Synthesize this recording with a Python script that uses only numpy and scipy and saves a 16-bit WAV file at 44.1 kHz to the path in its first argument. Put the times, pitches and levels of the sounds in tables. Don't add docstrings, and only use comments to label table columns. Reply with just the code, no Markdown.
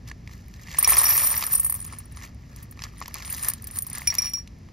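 import sys
import numpy as np
from scipy import signal
from scipy.fft import rfft, irfft, next_fast_len
from scipy.io import wavfile
from scipy.ndimage import uniform_filter1d

SR = 44100
rng = np.random.default_rng(int(sys.argv[2]) if len(sys.argv) > 2 else 0)


def wav_out(sig):
    wavfile.write(sys.argv[1], SR, np.round(np.clip(np.atleast_2d(sig).T, -1, 1) * 32767).astype(np.int16))


def decibels_to_gain(level_db):
    exponent = np.asarray(level_db, float) / 20
    return 10 ** exponent


N = 208433

# freq_hz, density_db
HUM_SPECTRUM = [(30, -17.5), (55, 2), (110, -2.5), (220, -12.5), (400, -23.5), (900, -31.5), (2000, -35.5),
                (3200, -40), (5500, -37.5), (9000, -51), (15000, -60.5)]
# freq_hz, coherence (0 to 1)
HUM_COHERENCE = [(200, .994), (520, .15), (2600, .97)]
# freq_hz, level_db
MOTOR_LINES = [(119, -58.0), (237, -61.0)]
# freq_hz, gain_db, lead_rad
PORT_RESPONSE = [(200, 0, 0), (500, -3, -.3), (1000, -4, -.1), (1370, -10, -1.5), (1530, -2.5, -3.1),
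                 (1640, 3.5, -3.0), (1720, 2, 0), (2400, 1, -.2), (5000, 0, .1), (5700, 0, .9),
                 (7000, 0, 1.2), (7750, 0, 3.08), (8650, 0, 3.2), (9300, 0, 4.1), (12300, 0, 6.35),
                 (13900, 0, 7.95), (14600, 0, 9.42)]

# peak_s, crackle_db, rise_s (per 20 dB), fall_s (per 20 dB)
HAND_MOVES = [(0.089, -44.5, .027, .027), (0.325, -54.5, .095, .21), (0.904, -32, .25, .4),
              (1.101, -33, .3, .5), (1.42, -45, .3, .4), (1.937, -50, .3, .14), (2.243, -45.5, .14, .06),
              (2.62, -53.5, .25, .08), (2.848, -45, .08, .08), (3.015, -50, .12, .23),
              (3.153, -44, .04, .35), (3.32, -43.5, .25, .3), (3.48, -41, .3, .13), (3.773, -51, .3, .12),
              (3.965, -41.5, .12, .22), (4.085, -41, .06, .24), (4.273, -41, .25, .04),
              (4.348, -50, .04, .08)]
# time_s, jingle_db
ROLLING_LEVEL = [(0.732, -81), (0.904, -29.5), (1.101, -22), (1.491, -36), (1.547, -24.5), (1.612, -44),
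                 (1.802, -49), (1.937, -73), (2.08, -86), (3.12, -80), (3.48, -36.5), (3.568, -70),
                 (3.636, -86), (3.773, -39), (3.853, -69), (4.2, -72), (4.273, -57), (4.45, -85)]
# freq_hz, level_db, t60_s
JINGLE_MODES = [(9290, 0, .06), (13080, -6, .05), (13830, -6, .05), (15720, -5, .04), (5620, -13, .035)]
# freq_hz, level_db, t60_s
BOWL_MODES = [(1190, -2.5, 0.0087), (1690, -1, 0.0042), (2420, -10, 0.0044)]

# start_s, floor_db, wall_db, crack_db
POUR_CONTACTS = [(0.8105, -39.0, -29.0, -48.0), (0.8368, -41.0, -27.0, -42.0),
                 (0.8702, -43.0, -25.0, -36.0), (0.8902, -43.0, -25.0, -38.0), (0.908, -33.0, -21.0, -37.0),
                 (0.9412, -26.0, -34.0, -34.0), (0.9493, -32.0, -26.0, -33.0),
                 (0.9569, -23.0, -33.0, -27.0), (0.9752, -38.0, -22.0, -32.0),
                 (0.9819, -27.0, -26.0, -29.0), (0.9904, -28.0, -33.0, -26.0),
                 (0.9977, -25.0, -29.0, -27.0), (1.0063, -26.0, -30.0, -26.0),
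                 (1.0148, -21.0, -26.0, -30.0), (1.0237, -35.0, -28.0, -34.0),
                 (1.0334, -31.0, -26.0, -28.0), (1.0428, -25.0, -23.0, -29.0),
                 (1.0546, -45.0, -30.0, -30.0), (1.0826, -40.0, -31.0, -30.0),
                 (1.0886, -32.0, -26.0, -31.0), (1.0987, -23.0, -29.0, -25.0),
                 (1.1035, -27.0, -27.0, -26.0), (1.1109, -33.0, -29.0, -37.0),
                 (1.1235, -27.0, -26.0, -34.0), (1.1329, -28.0, -39.0, -29.0),
                 (1.1435, -33.0, -38.0, -36.0), (1.1531, -32.0, -38.0, -36.0),
                 (1.1619, -26.0, -29.0, -32.0), (1.195, -35.0, -33.0, -26.0), (1.1999, -32.0, -31.0, -35.0),
                 (1.2177, -30.0, -32.0, -32.0), (1.2292, -36.0, -44.0, -33.0),
                 (1.2359, -31.0, -32.0, -33.0), (1.2453, -33.0, -34.0, -30.0),
                 (1.2682, -33.0, -34.0, -34.0), (1.273, -30.0, -33.0, -39.0), (1.304, -30.0, -35.0, -31.0),
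                 (1.3162, -26.0, -36.0, -32.0), (1.3286, -28.0, -37.0, -36.0),
                 (1.3675, -30.0, -29.0, -28.0), (1.3936, -34.0, -41.0, -33.0),
                 (1.4173, -48.0, -29.0, -34.0), (1.4683, -44.0, -35.0, -43.0),
                 (1.5033, -48.0, -37.0, -44.0), (1.5143, -47.0, -32.0, -45.0)]
# start_s, floor_db, wall_db, crack_db
SHAKE_CONTACTS = [(2.9366, -45.0, -53.0, -61.0), (2.971, -53.0, -43.0, -54.0),
                  (3.1111, -46.0, -41.0, -51.0), (3.1473, -42.0, -35.0, -39.0),
                  (3.1548, -36.0, -35.0, -37.0), (3.1594, -34.0, -40.0, -51.0),
                  (3.1683, -51.0, -35.0, -39.0), (3.1826, -53.0, -40.0, -50.0),
                  (3.2014, -38.0, -41.0, -45.0), (3.2236, -43.0, -33.0, -35.0),
                  (3.2486, -46.0, -36.0, -39.0), (3.2767, -43.0, -48.0, -56.0),
                  (3.294, -45.0, -37.0, -44.0), (3.3421, -40.0, -46.0, -34.0),
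                  (3.3816, -48.0, -37.0, -35.0), (3.3943, -46.0, -36.0, -38.0),
                  (3.453, -37.0, -29.0, -32.0), (3.497, -40.0, -45.0, -55.0), (3.5179, -43.0, -36.0, -43.0),
                  (3.5991, -60.0, -46.0, -55.0), (3.6413, -57.0, -47.0, -53.0),
                  (3.7039, -59.0, -41.0, -56.0), (3.7716, -39.0, -38.0, -42.0),
                  (3.7778, -39.0, -42.0, -51.0), (3.848, -48.0, -47.0, -44.0),
                  (3.8675, -42.0, -51.0, -45.0), (3.9152, -49.0, -41.0, -45.0),
                  (3.9504, -58.0, -33.0, -46.0), (3.9602, -53.0, -39.0, -40.0),
                  (3.9718, -39.0, -36.0, -48.0), (3.9769, -40.0, -31.0, -48.0),
                  (4.1012, -42.0, -31.0, -36.0), (4.1244, -35.0, -26.0, -39.0),
                  (4.1289, -38.0, -38.0, -45.0), (4.1458, -38.0, -38.0, -42.0),
                  (4.2106, -37.0, -38.0, -40.0), (4.2204, -46.0, -36.0, -39.0),
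                  (4.2297, -41.0, -36.0, -46.0), (4.2425, -53.0, -43.0, -41.0),
                  (4.376, -44.0, -59.0, -46.0)]
# start_s, floor_db, wall_db, crack_db
BAG_CONTACTS = [(0.0808, -53.0, -46.0, -46.0), (0.3136, -49.0, -44.0, -51.0), (0.4991, -64.0, -49.0, -60.0),
                (0.5954, -64.0, -42.0, -53.0), (0.6685, -51.0, -40.0, -58.0), (0.6736, -48.0, -37.0, -42.0),
                (0.6898, -48.0, -41.0, -47.0), (0.7063, -52.0, -39.0, -44.0), (0.7399, -51.0, -36.0, -37.0),
                (0.7514, -42.0, -38.0, -45.0), (0.7726, -47.0, -33.0, -35.0), (0.7776, -47.0, -35.0, -38.0),
                (1.7516, -43.0, -38.0, -43.0), (1.8558, -46.0, -52.0, -47.0), (1.911, -54.0, -48.0, -53.0),
                (1.94, -45.0, -52.0, -52.0), (1.9859, -53.0, -50.0, -48.0), (2.1492, -51.0, -49.0, -53.0),
                (2.1782, -46.0, -53.0, -48.0), (2.2139, -44.0, -38.0, -47.0), (2.2239, -50.0, -39.0, -43.0),
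                (2.2365, -53.0, -36.0, -47.0), (2.2419, -50.0, -41.0, -54.0), (2.2482, -46.0, -35.0, -52.0),
                (2.2602, -48.0, -48.0, -50.0), (2.4365, -60.0, -49.0, -63.0), (2.5871, -69.0, -53.0, -48.0),
                (2.7741, -44.0, -42.0, -51.0), (2.8446, -42.0, -47.0, -42.0), (2.8527, -39.0, -45.0, -46.0),
                (2.8579, -52.0, -40.0, -48.0)]
# start_s, floor_db, wall_db, crack_db
CREASE_SNAPS = [(0.0754, -59.0, -46.0, -33.0), (0.0979, -48.0, -44.0, -32.0), (0.1148, -38.0, -27.0, -29.0),
                (0.275, -51.0, -33.0, -33.0), (0.294, -47.0, -42.0, -45.0), (0.5396, -56.0, -48.0, -35.0),
                (0.62, -55.0, -42.0, -46.0), (0.6845, -41.0, -32.0, -34.0), (0.714, -46.0, -37.0, -24.0),
                (0.746, -35.0, -28.0, -25.0), (0.768, -43.0, -35.0, -34.0), (1.3418, -37.0, -22.0, -21.0),
                (1.425, -23.0, -23.0, -15.0), (1.437, -27.0, -28.0, -17.0), (1.925, -35.0, -47.0, -30.0),
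                (1.9352, -38.0, -36.0, -36.0), (2.0035, -45.0, -46.0, -42.0), (2.1713, -37.0, -40.0, -30.0),
                (2.7246, -47.0, -41.0, -38.0), (2.7919, -38.0, -33.0, -32.0), (2.8022, -44.0, -39.0, -38.0),
                (2.8203, -38.0, -29.0, -21.0), (2.8381, -35.0, -30.0, -16.0), (3.0149, -24.0, -32.0, -32.0),
                (3.0238, -31.0, -30.0, -26.0), (3.0583, -39.0, -34.0, -26.0), (3.0825, -33.0, -48.0, -34.0),
                (4.0185, -37.0, -25.0, -41.0), (4.4749, -56.0, -50.0, -32.0), (4.687, -48.0, -49.0, -47.0)]
# start_s, floor_db, wall_db, tick_db
HARD_CLACKS = [(0.483, -65.0, -48.0, -45.0), (0.7853, -22.0, -28.0, -25.0), (0.8265, -26.0, -32.0, -37.0),
               (0.8454, -36.0, -35.0, -14.0), (0.8749, -18.0, -22.0, -21.0), (0.8957, -23.0, -23.0, -23.0),
               (0.9212, -19.0, -31.0, -21.0), (0.926, -19.0, -21.0, -19.0), (0.9694, -22.0, -19.0, -16.0),
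               (1.1683, -34.0, -30.0, -26.0), (1.1787, -30.0, -29.0, -17.0), (1.3487, -30.0, -28.0, -27.0),
               (1.4088, -35.0, -35.0, -24.0), (1.5362, -32.0, -38.0, -27.0), (1.7622, -43.0, -49.0, -37.0),
               (1.85, -43.0, -53.0, -31.0), (2.562, -52.0, -52.0, -37.0), (3.0805, -34.0, -40.0, -31.0),
               (3.1423, -48.0, -32.0, -24.0), (3.3473, -43.0, -41.0, -27.0), (3.4351, -35.0, -37.0, -22.0),
               (3.4471, -57.0, -26.0, -20.0), (3.4845, -30.0, -32.0, -34.0), (3.536, -44.0, -39.0, -25.0),
               (3.6708, -58.0, -39.0, -33.0), (3.7608, -44.0, -38.0, -33.0), (4.073, -35.0, -23.0, -18.0),
               (4.141, -38.0, -38.0, -27.0), (4.1518, -36.0, -38.0, -20.0), (4.1826, -37.0, -31.0, -35.0),
               (4.3351, -41.0, -53.0, -25.0)]

# start_s, main_db, face_db, t60_s
CAP_STRIKES = [(0.8459, -15.5, -23, .042), (0.9207, -53, -48, .104), (0.939, -24, -36, .04),
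               (0.977, -31, -36, .06), (0.9978, -31, -40, .08), (1.054, -23, -35, .12),
               (1.0655, -27, -40, .06), (1.082, -27, -42, .035), (1.102, -31, -28, .052),
               (1.124, -31, -42, .06), (1.142, -44, -49, .14), (1.1963, -40, -41, .4),
               (1.27, -37, -53, .06), (1.3212, -33, -40, .055), (1.3655, -30, -46, .04),
               (2.033, -66, -80, .3), (3.974, -48, -65, .06), (4.0747, -16, -23, .062),
               (4.1019, -21, -52, .06), (4.125, -55, -55, .1), (4.141, -42, -52, .1),
               (4.1847, -17, -29, .066), (4.22, -23.5, -44, .07), (4.2434, -33, -42, .14),
               (4.257, -30, -45, .2), (4.3364, -27, -48, .2), (4.3829, -34.5, -56, .11)]
# freq_hz, decay_speed (against the main mode)
CAP_MODES = [(5615, 1.0), (2378, .75), (9950, 1.05), (15720, 1.1)]

# first_hz, second_hz
SHARED_MODE_HZ = (9275, 9322)
# freq_hz, decay_speed (against the shared mode)
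UPPER_MODES = [(13080, 1.1), (13830, 1.3), (15615, 1.0)]
# start_s, shared_db, own_db, t60_s
FIRST_STRIKES = [(0.7858, -10.5, -19.5, .068), (0.8268, -12.5, -18.5, .047), (0.8748, -11.5, -29, .12),
                 (0.8953, -14, -18, .118), (0.9025, -13, -20, .09), (0.9812, -9.5, -26, .14),
                 (1.0333, -36, -26, .3), (1.0527, -24, -33, .28), (1.0913, -26, -20, .23),
                 (1.2077, -16, -31.5, .061), (1.8139, -30, -53, .04), (1.8631, -32.5, -50, .11),
                 (1.9246, -37.5, -62, .13), (2.565, -45, -67, .05), (2.627, -40, -48, .06),
                 (2.711, -39.5, -49, .057), (4.2192, -27, -35, .03)]
# start_s, shared_db, own_db,
# t60_s
FLOOR_BOUNCES = [
    (1.5517, -11, -30, .047),
    (1.5971, -12.5, -27, .064),
    (1.6319, -26, -35, .138),
    (1.6463, -15, -27, .079),
    (1.6635, -17.5, -32, .083),
    (1.6974, -16, -23, .056),
    (1.7238, -16.5, -21, .022),
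    (1.7411, -24, -33, .12),
]
# start_s, shared_db, own_db, t60_s
SECOND_STRIKES = [(0.9209, -15, -23, .11), (0.9662, -20, -26, .068), (1.0155, -15, -28.5, .036),
                  (1.073, -23, -37, .12), (1.1666, -17, -27, .21), (1.2171, -22, -28, .13),
                  (1.234, -19, -22, .23), (1.2539, -23, -22, .42), (1.3757, -25, -21, .11),
                  (1.4655, -16, -28, .026), (1.4958, -39, -37, .027), (1.522, -22, -18, .055),
                  (1.5299, -18, -21, .134), (1.538, -19.5, -19, .029), (1.8024, -25, -56, .022),
                  (1.8241, -29.5, -54, .053), (1.845, -31, -50, .039), (1.9856, -31, -41, .067),
                  (2.055, -42, -54, .035), (2.255, -48, -64, .06), (2.1215, -40, -59, .042),
                  (2.1609, -44, -58, .16)]
# start_s, shared_db, own_db, t60_s
SHAKEN_STRIKES = [(2.347, -48, -66, .006), (3.0036, -33, -55, .006), (2.98, -45, -68, .065),
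                  (3.2534, -35, -50, .37), (3.3, -27, -34, .11), (3.3259, -24, -28, .058),
                  (3.3647, -35, -42, .3), (3.4268, -26.5, -39, .22), (3.4849, -13, -16, .033),
                  (3.4998, -22, -26, .042), (3.5363, -34, -39, .054), (3.6224, -35, -38, .025),
                  (3.642, -30, -37, .029), (3.6723, -31.5, -34, .052), (3.7109, -32, -52, .052),
                  (3.7609, -39, -42, .07), (3.771, -25, -43, .037), (3.787, -18, -24, .029),
                  (3.8056, -37, -48, .089), (3.8221, -26, -27, .067), (3.8664, -28, -34, .058),
                  (4.587, -56, -64, .01), (3.8995, -27.5, -39, .036), (3.9304, -25, -43, .031),
                  (3.9515, -25.5, -43, .033), (3.9822, -24, -28, .021), (4.0069, -41, -46, .22),
                  (4.1835, -22, -21, .023), (4.2573, -39, -41, .127), (4.296, -31, -41, .034)]

SILENT_DB = -150


def band(x, low_hz, high_hz, order=2):
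    return signal.sosfilt(signal.butter(order, [low_hz, high_hz], "band", fs=SR, output="sos"), x + 1e-18)


def rms_one(x):
    return x / np.sqrt(np.mean(x ** 2) + 1e-20)


def at_hz(points, hz):
    at, value = np.transpose(points)
    return np.interp(np.log(hz + 1), np.log(at), value)


def ring(clicks, hz, t60):
    radius = decibels_to_gain(-60 / (t60 * SR))
    angle = 2 * np.pi * hz / SR
    return signal.lfilter([0, np.sin(angle)], [1, -2 * radius * np.cos(angle), radius ** 2], clicks + 1e-18)


def struck(hit_s, level_db, hz, t60, rise_s=.0003, flutter_db=1.4):
    t = np.arange(N) / SR
    last = np.maximum(np.searchsorted(hit_s, t) - 1, 0)
    age = np.maximum(t - hit_s[last], 0)
    flutter = decibels_to_gain(flutter_db * rms_one(band(rng.standard_normal(N), 30, 150)))
    onset = 1 - np.exp(-age / rise_s)
    decay = decibels_to_gain(level_db[last] - 60 * age / t60[last])
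    return onset * flutter * decay * np.sin(2 * np.pi * hz[last] * age)


def click_train(start_s, level_db):
    train = np.zeros(N)
    train[np.round(start_s * SR).astype(int)] = decibels_to_gain(level_db)
    return train


def dying_noise(train, decay_s):
    envelope = signal.lfilter([1], [1, -np.exp(-1 / (decay_s * SR))], train)
    return envelope * rng.choice([-1, 1], N)


def grains(per_s, spread_db, clump_db):
    clumps = rms_one(band(rng.standard_normal(N), 9.2, 40, order=1))
    sizes = decibels_to_gain(spread_db * np.minimum(rng.exponential(1, N), 4)) * rng.choice([-1, 1], N)
    return sizes * decibels_to_gain(clump_db * clumps) * (rng.random(N) < per_s / SR)


def ports(left, other=None, aside=0.0):
    hz = np.fft.rfftfreq(N, 1 / SR)
    at, gain_db, lead_rad = np.transpose(PORT_RESPONSE)
    shift = np.interp(hz, at, lead_rad)
    shift = shift + aside * np.sin(shift)
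    right = left if other is None else other
    response = decibels_to_gain(np.interp(hz, at, gain_db)) * np.exp(1j * shift)
    return np.array([left, irfft(rfft(right) * response, N)])


def turn_in_spells(pair):
    slip_rad, share, treble_hz = .5, .4, 800
    count = N // 1024 + 1
    spells = (rng.random(count) < share) * rng.choice([-1, 1], count)
    held = np.repeat(spells, 1024)[143:N + 143].astype(float)
    slip = slip_rad * uniform_filter1d(held, size=128)
    hz = np.fft.rfftfreq(N, 1 / SR)
    treble = irfft(rfft(pair[1]) * (hz > treble_hz), N)
    analytic = signal.hilbert(treble, next_fast_len(N))[:N]
    turned = np.real(analytic * np.exp(1j * slip))
    return np.array([pair[0], pair[1] - treble + turned])


def hum():
    hz = np.fft.rfftfreq(N, 1 / SR)
    alike = np.clip(at_hz(HUM_COHERENCE, hz), 0, 1)
    one, two = rfft(rng.standard_normal((2, N))) * decibels_to_gain(at_hz(HUM_SPECTRUM, hz))
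    other = alike * one + np.sqrt(1 - alike ** 2) * two
    return decibels_to_gain(-42.5) * rms_one(ports(irfft(one, N), irfft(other, N)))


def drone():
    return sum(decibels_to_gain(db) * rms_one(band(rng.standard_normal(N), hz * .97, hz * 1.03, order=1))
               for hz, db in MOTOR_LINES)


def bowl(clicks, scatter_db):
    unloaded_db = -6.0 * (np.arange(N) < .78 * SR)
    modes = 0
    for k, (hz, db, t60) in enumerate(BOWL_MODES):
        feed_db = db + unloaded_db * (k == 0) + scatter_db * rng.standard_normal(N)
        modes = modes + (-1) ** k * ring(clicks * decibels_to_gain(feed_db), hz, t60)
    return band(modes, 470, 8000)


def foil(clicks, cycles):
    pitches_hz = np.geomspace(1700, 7500, 10)
    dealt = rng.integers(0, 10, N)
    return sum(ring(clicks * (dealt == k), hz, cycles / hz) for k, hz in enumerate(pitches_hz))


def motion():
    t = np.arange(N) / SR
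    power = decibels_to_gain(2 * -80.0)
    for peak_s, db, rise_s, fall_s in HAND_MOVES:
        away = np.where(t < peak_s, (peak_s - t) / rise_s, (t - peak_s) / fall_s)
        power = power + decibels_to_gain(2 * db - 40 * away)
    hand_db = 10 * np.log10(power)
    roll_db = np.interp(t, *np.transpose(ROLLING_LEVEL))
    bag_rumble = decibels_to_gain(-52.0 + .75 * (hand_db + 50))
    bowl_rumble = decibels_to_gain(hand_db + 2.5 + np.minimum(0, .5 * (roll_db + 34.0)))
    tick = np.hypot(decibels_to_gain(hand_db - 14.0), decibels_to_gain(-52.0 + .85 * (roll_db + 40)))
    return np.hypot(bag_rumble, bowl_rumble), decibels_to_gain(hand_db), tick, decibels_to_gain(roll_db)


def slide():
    rumble, crackle, tick, jingle = motion()
    spots = []
    for spot in range(2):
        clicks = grains(per_s=1600, spread_db=5.0, clump_db=3.5)
        evened = np.sign(clicks) * np.sqrt(np.abs(clicks))
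        creases = grains(per_s=430, spread_db=3.0, clump_db=1.5)
        out = decibels_to_gain(-4.5) * rumble * rms_one(bowl(evened, scatter_db=7.5))
        out += decibels_to_gain(-4.5) * crackle * rms_one(band(clicks, 3600, 9000))
        out += decibels_to_gain(-5.5) * crackle * rms_one(foil(creases, cycles=26.0))
        out += decibels_to_gain(6.5) * tick * rms_one(band(clicks, 7000, 16500))
        spots.append(out)
    touches = rms_one(grains(per_s=900, spread_db=2.5, clump_db=1.5))
    jingle = jingle * (jingle > decibels_to_gain(-72))
    rings = sum(ring(jingle * touches * decibels_to_gain(db + 3 * rng.standard_normal(N)), hz, t60)
                for hz, db, t60 in JINGLE_MODES)
    return spots[0] + decibels_to_gain(-20) * rings, spots[1]


def taps():
    small = np.array(POUR_CONTACTS + SHAKE_CONTACTS + BAG_CONTACTS)
    large = np.array(CREASE_SNAPS + HARD_CLACKS)
    bounces = [(s, *[-25.5 + .55 * db] * 2) for s, db, *_ in FLOOR_BOUNCES]
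    rows = np.vstack([small[:, :3], large[:, :3], bounces])
    s, floor_db, wall_db = rows[np.argsort(rows[:, 0])].T
    chance = np.clip(rng.standard_normal((2, len(s))), -2, 2)
    floor_hz = 1165 * (1 + .05 * chance[0])
    wall_hz = 1980 * (1 + .11 * chance[1])
    knocks = struck(s, floor_db + 8.0, floor_hz, np.full(len(s), .011))
    knocks += struck(s, wall_db + 6.5, wall_hz, np.full(len(s), .0065))
    cracks = dying_noise(click_train(small[:, 0], small[:, 3] + 13.0), decay_s=.0009)
    return band(knocks, 500, 5000) + band(cracks, 3100, 7600)


def contacts():
    rows = []
    for s, floor_db, wall_db, crack_db in CREASE_SNAPS:
        tick_db = crack_db - 35.0 + .8 * (crack_db - max(floor_db, wall_db))
        rows.append((s, SILENT_DB, crack_db, tick_db))
    hard = [(s, SILENT_DB, tick_db) for s, _, _, tick_db in HARD_CLACKS]
    hard += [(s, SILENT_DB, db - 15.0) for s, db, *_ in FLOOR_BOUNCES]
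    hard += [(s, db - 22.0, db - 6.0) for s, db, *_ in SHAKEN_STRIKES]
    hard += [(s, db - 21.0, db - 12.0) for s, db, *_ in FIRST_STRIKES + SECOND_STRIKES]
    for s, knock_db, tick_db in hard:
        crack_db = -24.0 + 1.3 * (tick_db + 20)
        rows.append((s, knock_db, crack_db, tick_db))
    return rows


def snaps():
    s, knock_db, crack_db, tick_db = np.transpose(contacts())
    knock = dying_noise(click_train(s, knock_db), decay_s=.00098)
    crack = dying_noise(click_train(s, crack_db), decay_s=.0027)
    tick = dying_noise(click_train(s, tick_db), decay_s=.0012)
    out = decibels_to_gain(-11.5) * bowl(knock, scatter_db=3.0)
    out += band(crack, 2700, 6600)
    return out + decibels_to_gain(6.5) * band(tick, 5400, 16500)


def cap():
    s, main_db, face_db, t60 = np.transpose(CAP_STRIKES)
    level_db = main_db, face_db - 7.0, face_db, main_db - 8.0
    detune = 1 + 0.0003 * rng.standard_normal((len(s), 4))
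    return sum(struck(s, level_db[k] + 7.5, hz * detune[:, k], t60 / speed)
               for k, (hz, speed) in enumerate(CAP_MODES))


def beads():
    first_rows = FIRST_STRIKES + FLOOR_BOUNCES
    rows = np.array(first_rows + SECOND_STRIKES + SHAKEN_STRIKES)
    first = np.arange(len(rows)) < len(first_rows)
    order = np.argsort(rows[:, 0])
    s, shared_db, own_db, t60 = rows[order].T
    first = first[order]
    first_db = np.where(first, own_db, own_db - 13.0)
    second_db = np.where(first, own_db - 7.0, own_db)
    chance = rng.standard_normal((len(s), 5))
    detune = 1 + 0.001 * chance
    top_db = first_db - 3 + 3 * chance[:, 4]
    shared_hz = np.where(first, *SHARED_MODE_HZ)
    out = struck(s, shared_db + 2.5, shared_hz * detune[:, 0], t60)
    upper_db = first_db, second_db, top_db
    for k, (hz, speed) in enumerate(UPPER_MODES):
        out += struck(s, upper_db[k] + 4.5, hz * detune[:, k + 1], t60 / speed)
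    return out


def scene():
    near, beside = slide()
    pour = ports(beads() + cap() + snaps() + near + taps())
    return turn_in_spells(pour + ports(beside, aside=.9)) + hum() + drone()


def band_limit(x):
    return signal.sosfilt(signal.butter(12, 16970, fs=SR, output="sos"), x)


def record(dry):
    housing = dry - 0.4 * band(dry, 2800, 4480, order=1)
    mix = signal.sosfilt(signal.cheby2(16, 35, 15960, fs=SR, output="sos"), housing)
    return band_limit(mix)


dry = scene()
out = record(dry)
wav_out(out)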